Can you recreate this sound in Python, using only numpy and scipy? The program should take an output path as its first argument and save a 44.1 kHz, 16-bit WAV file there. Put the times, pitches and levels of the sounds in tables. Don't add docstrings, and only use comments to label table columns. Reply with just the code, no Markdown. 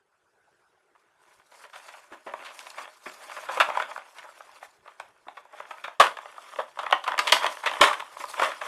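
import sys
import numpy as np
from scipy import signal
from scipy.fft import rfft, irfft, next_fast_len
from scipy.io import wavfile
from scipy.ndimage import uniform_filter1d, minimum_filter1d, map_coordinates

SR = 44100
rng = np.random.default_rng(int(sys.argv[2]) if len(sys.argv) > 2 else 0)


def materialize(psi):
    bounded = np.clip(np.atleast_2d(psi).T, -1, 1)
    quanta = np.round(bounded * 32767).astype(np.int16)
    wavfile.write(sys.argv[1], SR, quanta)


N = 382347

# start_s, level_db, pitch_hz (strongest),
# crack_db (treble against ring, before a common trim), length_ms (kept within 1.5 to 60)
CARD_POPS = [(0.949, -47.5, 1510, -30, 11), (1.513, -40, 550, -13, 27), (1.637, -36.5, 1110, -7, 26),
             (1.73, -34.5, 1150, -7, 35), (1.754, -30.5, 2760, -8.5, 29), (1.881, -31.5, 1170, -1, 24),
             (1.936, -35.5, 1090, -15, 25), (2.12, -31, 1180, -13.5, 24), (2.264, -27, 604, -13, 39),
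             (2.337, -19.5, 895, -26, 1.7), (2.446, -32, 1320, 1.5, 45), (2.591, -30, 3260, 10, 3),
             (2.667, -28.5, 1050, -3, 3.8), (2.702, -37.5, 2930, 13.5, 3.3), (2.781, -25, 980, -8.5, 11),
             (3.056, -26.5, 1300, -11, 29), (3.315, -28.5, 2000, -7, 13), (3.364, -26.5, 1300, -16, 21),
             (3.485, -19.5, 1130, -16, 26), (3.571, -16, 1000, -19, 10), (3.599, -2.5, 1170, -10.5, 22.1),
             (3.687, -17, 1056, -25, 1.8), (3.699, -17, 1240, -20, 5.9), (3.771, -12, 940, -12, 3.6),
             (3.798, -12.5, 1200, -16, 7.6), (3.819, -19, 1150, -8, 7.6), (3.91, -26.5, 1020, -17, 7.5),
             (3.96, -20.5, 1080, -44, 2.5), (3.977, -21.5, 1160, -28, 2.1), (4.183, -30.5, 1090, 2.5, 12.5),
             (4.239, -35, 1240, -38, 25), (4.288, -34, 820, -41, 5.6), (4.405, -31.5, 1240, -18, 3.4),
             (4.626, -29, 1097, -32, 4.7), (4.858, -39.5, 784, -41.5, 7.1), (4.876, -32.5, 1036, -15, 6.7),
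             (4.998, -21.5, 795, -8, 8.3), (5.266, -37.5, 600, -38, 11), (5.283, -28, 1047, -19, 2.2),
             (5.368, -30.5, 1070, -17, 11.3), (5.452, -39.5, 760, -45, 2.1), (5.531, -36, 830, -32, 18),
             (5.6, -23, 820, -21, 4.8), (5.707, -22.5, 1190, -15.5, 6.8), (5.838, -21.5, 1560, -9, 17),
             (5.878, -24.5, 690, -16, 6.5), (5.998, 3, 600, -8, 16), (6.005, 0, 910, -8, 20.5),
             (6.037, -16.5, 1140, -7, 23), (6.067, -14, 1000, -7, 4), (6.169, -25.5, 1210, -6.5, 5.9),
             (6.186, -23, 2180, -11, 1.3), (6.256, -25, 1090, -16, 5.5), (6.38, -27.5, 1220, -34, 6.3),
             (6.586, -15, 1000, -23, 14), (6.771, -26, 1000, -47, 8.8), (6.788, -19, 1030, -12, 11),
             (6.83, -23, 1110, -12, 9.8), (6.863, -15.5, 1170, -17, 3.3), (6.91, -17, 1060, -5, 2.6),
             (6.925, -3, 1040, -13, 4.9), (7.039, -23, 1140, -4, 7.7), (7.065, -24.5, 1150, -23, 3.7),
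             (7.076, -12, 930, -9, 8.9), (7.092, -20, 1280, -12, 1.5), (7.119, -14, 1760, -12, 1.1),
             (7.14, -18, 750, -20, 1.6), (7.178, -15.5, 840, -3, 6.8), (7.19, -6, 940, 0.5, 9.4),
             (7.27, -10.5, 2820, 5, 28.6), (7.321, 3, 1470, 2, 9.5), (7.365, -12.5, 1610, -22, 4.5),
             (7.429, -20, 1710, -3, 26), (7.443, -10.5, 930, -19, 0.82), (7.455, -15, 1360, -13, 6.1),
             (7.464, -11.5, 1820, -2, 4.8), (7.569, -25.5, 1090, -21, 3.2), (7.629, -19.5, 1080, -10.5, 30),
             (7.659, -11, 1900, -4, 17), (7.693, -22, 890, -8, 6.4), (7.712, -18.5, 840, -6, 6.8),
             (7.734, -22, 1120, -6, 6), (7.811, 7.5, 920, -2, 7.9), (7.836, -2, 1800, -9.5, 10),
             (7.869, -10.5, 1100, -7, 22), (7.91, -14.5, 1050, -36, 6.5), (7.928, -16, 1330, -5, 13.6),
             (7.997, -21.5, 1200, -4.5, 10), (8.022, -24.5, 1090, -50, 2), (8.168, -25, 920, -59, 1.6),
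             (8.199, -26, 1010, -9, 30), (8.238, -19.5, 1090, -33, 6.5), (8.339, -23, 1090, -18, 5.4),
             (8.378, -22, 930, -26, 5), (8.394, -11, 830, -11, 12), (8.417, -8.5, 694, -11, 8.4),
             (8.428, -11, 1270, -9.5, 19), (8.442, -16, 750, -1.5, 5.3), (8.473, -25.5, 690, -18, 11),
             (8.516, -20, 2160, -13, 4.1), (8.614, -17.5, 1100, -12, 7.3)]
# pitch_hz, width_hz, level_db, flap_change_db (once the flap lifts)
BOX_MODES = [(435.6, 103, -22.5, 5), (607, 91.6, -2.5, 0.5), (835, 122, -2.5, 0), (1002, 117, 0.5, 2),
             (1206, 157, -1.5, 2.5), (1454, 190, -3, -0.5), (1786, 197, -5, 0.5), (2182, 290, -7.5, -0.5),
             (2682, 396, -10.5, 0), (3253, 374, -12.5, 3), (3578, 350, -16, 2)]
# pitch_hz, level_db (relative, per hertz)
CRACK_COLOUR = [(1500, -120), (2800, 0), (4300, 0.5), (5200, -5.5), (9500, -11), (12500, -16.5),
                (15500, -36)]
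# pitch_hz, level_db (relative, per hertz)
THUMP_COLOUR = [(20, -31), (60, -22.5), (160, -21.5), (260, -1), (350, 4.5), (650, -12), (1500, -93.5)]
# pitch_hz, level_db (relative, per hertz)
GLOVE_COLOUR = [(500, -19.5), (2000, -7), (4500, 3.5), (7000, 0.5), (10400, 0), (12800, -6), (15500, -20)]
# pitch_hz, level_db (relative, per hertz)
STILL_COLOUR = [(15, -59), (30, -17), (150, -10), (270, -15.5), (375, 1.5), (520, -4.5), (830, -1.5),
                (1250, -6), (1480, 2.5), (1750, -9.5), (3600, -20), (11000, -24), (15500, -46.5)]
# pitch_hz, fade_s
ROOM_FADE = [(200, 0.3), (1400, 0.2), (9700, 0.27)]
# start_s, level_db (peak)
BOX_THUMPS = [(2.117, -42), (2.264, -37.5), (2.338, -49), (3.063, -36.5), (3.593, -37), (5.268, -50),
              (5.996, -30), (6.925, -42.5), (7.187, -34.5), (7.323, -28), (7.807, -18), (8.197, -46.5),
              (8.393, -46)]
# pitch_hz, level_db
MIC_COLOUR = [(9000, -0.9), (13000, -3.5), (15500, -10)]
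# start_s, card_rub_db, glove_scratch_db
HAND_GRIP = [(0, -84, -89), (1.17, -72.5, -84), (1.22, -63.5, -70), (1.5, -68, -71), (2.05, -79, -66.5),
             (2.25, -74, -68.5), (2.95, -72, -62), (4.1, -60.5, -64.5), (4.7, -65, -63), (4.8, -73, -77.5),
             (5.249, -69, -76.5), (5.5, -81, -78), (5.97, -71, -74), (6.1, -52.5, -67), (6.5, -48, -57),
             (6.72, -70, -66), (7.55, -57, -53), (8.15, -48.5, -60.5), (8.67, -48, -54)]
# start_s, hold_s, card_rub_db, glove_scratch_db
FINGER_STROKES = [(0.98, 0.022, -68, -77), (1.296, 0.058, -62.5, -70), (1.562, 0.09, -54, -57.5),
                  (1.764, 0.23, -52.5, -59), (2.13, 0.018, -51.5, -65.5), (2.42, 0.023, -39, -54.5),
                  (2.55, 0.13, -48, -52.5), (2.794, 0.019, -39.5, -53), (3.075, 0.075, -48, -51.5),
                  (3.238, 0.22, -44.5, -53.5), (3.522, 0.061, -37.5, -49.5), (3.674, .15, -38, -55.5),
                  (3.908, 0.043, -46, -54), (4.172, 0.078, -50, -64), (4.356, 0.28, -51, -63),
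                  (4.864, 0.22, -60.5, -73), (5.306, 0.098, -57, -70), (5.54, 0.34, -49, -63),
                  (6.56, 0.039, -41.5, -55.5), (6.814, 0.044, -40, -60), (7.097, 0.026, -36, -58),
                  (7.265, 0.026, -31.5, -49), (7.437, 0.027, -30.5, -54), (7.512, 0.017, -53, -48.5),
                  (7.672, 0.2, -35.5, -53), (8.207, .04, -54, -45.5), (8.294, 0.015, -47, -44.5),
                  (8.332, 0.015, -59, -46.5), (8.4, 0.058, -31.5, -46), (8.637, 0.026, -37, -51.5)]
STROKE_FALL = [
    [138],
    [258],
]

FLAP_S = 5.9
STROKE_RISE_DB_PER_S = 268.5
SETTLE_CARD_DB, SETTLE_GLOVE_DB, SETTLE_FALL_DB_PER_S = -26.5, -50.5, 187
STILL_DB = -68.5
TOP_HZ = 15795


def pops():
    out = np.zeros(N + SR)
    t = np.arange(SR // 10) / SR
    modes_hz = np.transpose(BOX_MODES)[0][:, None]
    for start_s, level_db, pitch_hz, crack_db, length_ms in CARD_POPS:
        u = t * 1000 / np.clip(length_ms, 1.5, 60)
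        stroke = (1 - np.exp(-u / 0.051)) * amp(-6 * u - 4.2 * u * u)
        strengths = amp(2.5 * rng.exponential(size=len(t) // 48 + 1))
        clumps = np.repeat(strengths, 48)[:len(t)]
        ring_slips, crack_slips = rng.standard_normal((2, len(t))) * clumps * stroke

        octaves_away = np.abs(np.log2(modes_hz / pitch_hz))
        lift_db = rng.normal(0, 1.24, modes_hz.shape) - 3 * octaves_away
        upper = np.clip(np.log2(modes_hz / 1300), 0, 1)
        lift_db = lift_db + 0.58 * (crack_db + 13.5) * upper
        stretch = 1 + rng.normal(0, 0.036, modes_hz.shape)

        ring = filtered(ring_slips, lambda hz: box(hz, lift_db, stretch, start_s > FLAP_S))
        crack = coloured(crack_slips, CRACK_COLOUR)
        pop = peak(ring) + amp(crack_db - 7.0) * peak(crack)
        out[round(start_s * SR):][:len(t)] += amp(level_db - 0.5) * pop
    return out[:N]


def box(hz, lift_db=0, stretch=1, flap_up=False):
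    mode_hz, width_hz, level_db, flap_db = np.transpose(BOX_MODES)[..., None]
    sign = (-1.) ** np.arange(len(BOX_MODES))[:, None]
    gain = sign * amp(level_db + flap_up * flap_db + lift_db)
    damping = 1j * hz * width_hz
    return np.sum(gain * damping / ((mode_hz * stretch) ** 2 - hz * hz + damping), axis=0)


def thumps():
    out = np.zeros(N + SR)
    t = np.arange(SR // 8) / SR
    for start_s, level_db in BOX_THUMPS:
        swell = 1 - np.exp(-t / 0.0024)
        fade = amp(-60 * t / 0.084)
        push = rng.standard_normal(len(t)) * swell * fade
        out[round(start_s * SR):][:len(t)] += amp(level_db) * peak(coloured(push, THUMP_COLOUR))
    return out[:N]


def hands():
    card_gain, glove_gain = contact()
    t = np.arange(N) / SR
    fits = wobble(30)

    drag = unit(amp(2.16 * fits + 1.7 * wobble(90)) * gritty(spike_db=2.0))
    drag = drag + amp(-5) * ticking(rate=78, fade_s=0.0073)
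    shut = unit(filtered(drag, lambda hz: box(hz, flap_up=False)))
    lifted = unit(filtered(drag, lambda hz: box(hz, flap_up=True)))
    card = patchy(np.where(t < FLAP_S, shut, lifted), depth_db=2.0)
    card = card + amp(-24.0) * unit(coloured(rng.standard_normal(N), THUMP_COLOUR))

    rub = unit(amp(2.2 * fits + 1.5 * wobble(100)) * gritty(spike_db=0.5))
    rub = rub + amp(-8.0) * ticking(rate=160, fade_s=0.0035)
    glove = patchy(coloured(rub, GLOVE_COLOUR), depth_db=3.0)
    return card_gain * card + glove_gain * glove


def contact():
    t = np.arange(0, N / SR + .01, .002)
    grip_s, *grip_db = np.transpose(HAND_GRIP)
    power = amp([np.interp(t, grip_s, db) for db in grip_db]) ** 2
    for start_s, hold_s, *stroke_db in FINGER_STROKES:
        before_s = np.maximum(start_s - t, 0)
        after_s = np.maximum(t - start_s - hold_s, 0)
        loss_db = STROKE_RISE_DB_PER_S * before_s + np.array(STROKE_FALL) * after_s
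        power = power + amp(np.c_[stroke_db] - loss_db) ** 2
    for start_s, level_db, _, crack_db, _ in CARD_POPS:
        settle_db = np.c_[[level_db + SETTLE_CARD_DB, level_db + crack_db + SETTLE_GLOVE_DB]]
        fall_db = SETTLE_FALL_DB_PER_S * np.abs(t - start_s)
        power = power + (t > start_s) * amp(settle_db - fall_db) ** 2
    return [np.interp(np.arange(N) / SR, t, np.sqrt(p)) for p in power]


def gritty(spike_db):
    return unit(rng.standard_normal(N) * amp(spike_db * rng.exponential(size=N)))


def ticking(rate, fade_s):
    sizes = amp(6.0 * np.minimum(rng.exponential(size=N), 2.5))
    hits = (rng.random(N) < rate / SR) * sizes
    fade = amp(-60 * np.arange(SR // 50) / SR / fade_s)
    return unit(signal.fftconvolve(hits, fade)[:N] * rng.standard_normal(N))


def room(x):
    out = np.zeros(N + SR)
    step = SR // 4
    for start in range(0, N, step):
        hz, t, cells = signal.stft(rng.standard_normal(SR // 3), SR, nperseg=256)
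        fade = amp(-60 * t / along(ROOM_FADE, hz)[:, None])
        tail = signal.istft(cells * fade, SR, nperseg=256)[1]
        wet = signal.fftconvolve(x[start:start + step], tail / np.linalg.norm(tail))
        out[start + SR // 200:][:len(wet)] += wet
    return out[:N]


def stillness():
    air = patchy(coloured(rng.standard_normal(N), STILL_COLOUR), depth_db=4.0)
    return amp(STILL_DB + 1.6 * wobble(3.5)) * air


def amp(db):
    return 10 ** (np.asarray(db) / 20)


def unit(x):
    return x / np.sqrt(np.mean(x ** 2) + 1e-20)


def peak(x):
    return x / np.abs(x).max()


def along(points, hz):
    point_hz, values = np.transpose(points)
    return np.interp(np.log(hz + 1), np.log(point_hz + 1), values)


def wobble(rate):
    return map_coordinates(rng.standard_normal(int(N * rate / SR) + 4), [np.arange(N) * rate / SR])


def filtered(x, response):
    m = next_fast_len(x.shape[-1] + SR // 4)
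    return irfft(rfft(x, m) * response(np.fft.rfftfreq(m, 1 / SR)), m)[..., :x.shape[-1]]


def coloured(x, spectrum):
    return filtered(x, lambda hz: amp(along(spectrum, hz)))


def patchy(x, depth_db):
    cells = signal.stft(x, nperseg=512)[2]
    field = uniform_filter1d(rng.standard_normal(cells.shape), size=4, axis=0)
    field = uniform_filter1d(field, size=6, axis=1)
    return unit(signal.istft(cells * amp(depth_db * unit(field)), nperseg=512)[1][:N])


def scene():
    knocks = pops() + thumps()
    mono = knocks + amp(-8.0) * room(knocks) + hands() + stillness()
    return np.array([mono, mono])


def record(dry):
    dry = coloured(dry, MIC_COLOUR)
    need = np.minimum(1, 1 / (np.abs(dry).max(axis=0) + 1e-9))
    gain = uniform_filter1d(minimum_filter1d(need, size=SR // 100), size=SR // 200)
    return filtered(dry * gain, lambda hz: hz < TOP_HZ)


dry = scene()
out = record(dry)
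materialize(out)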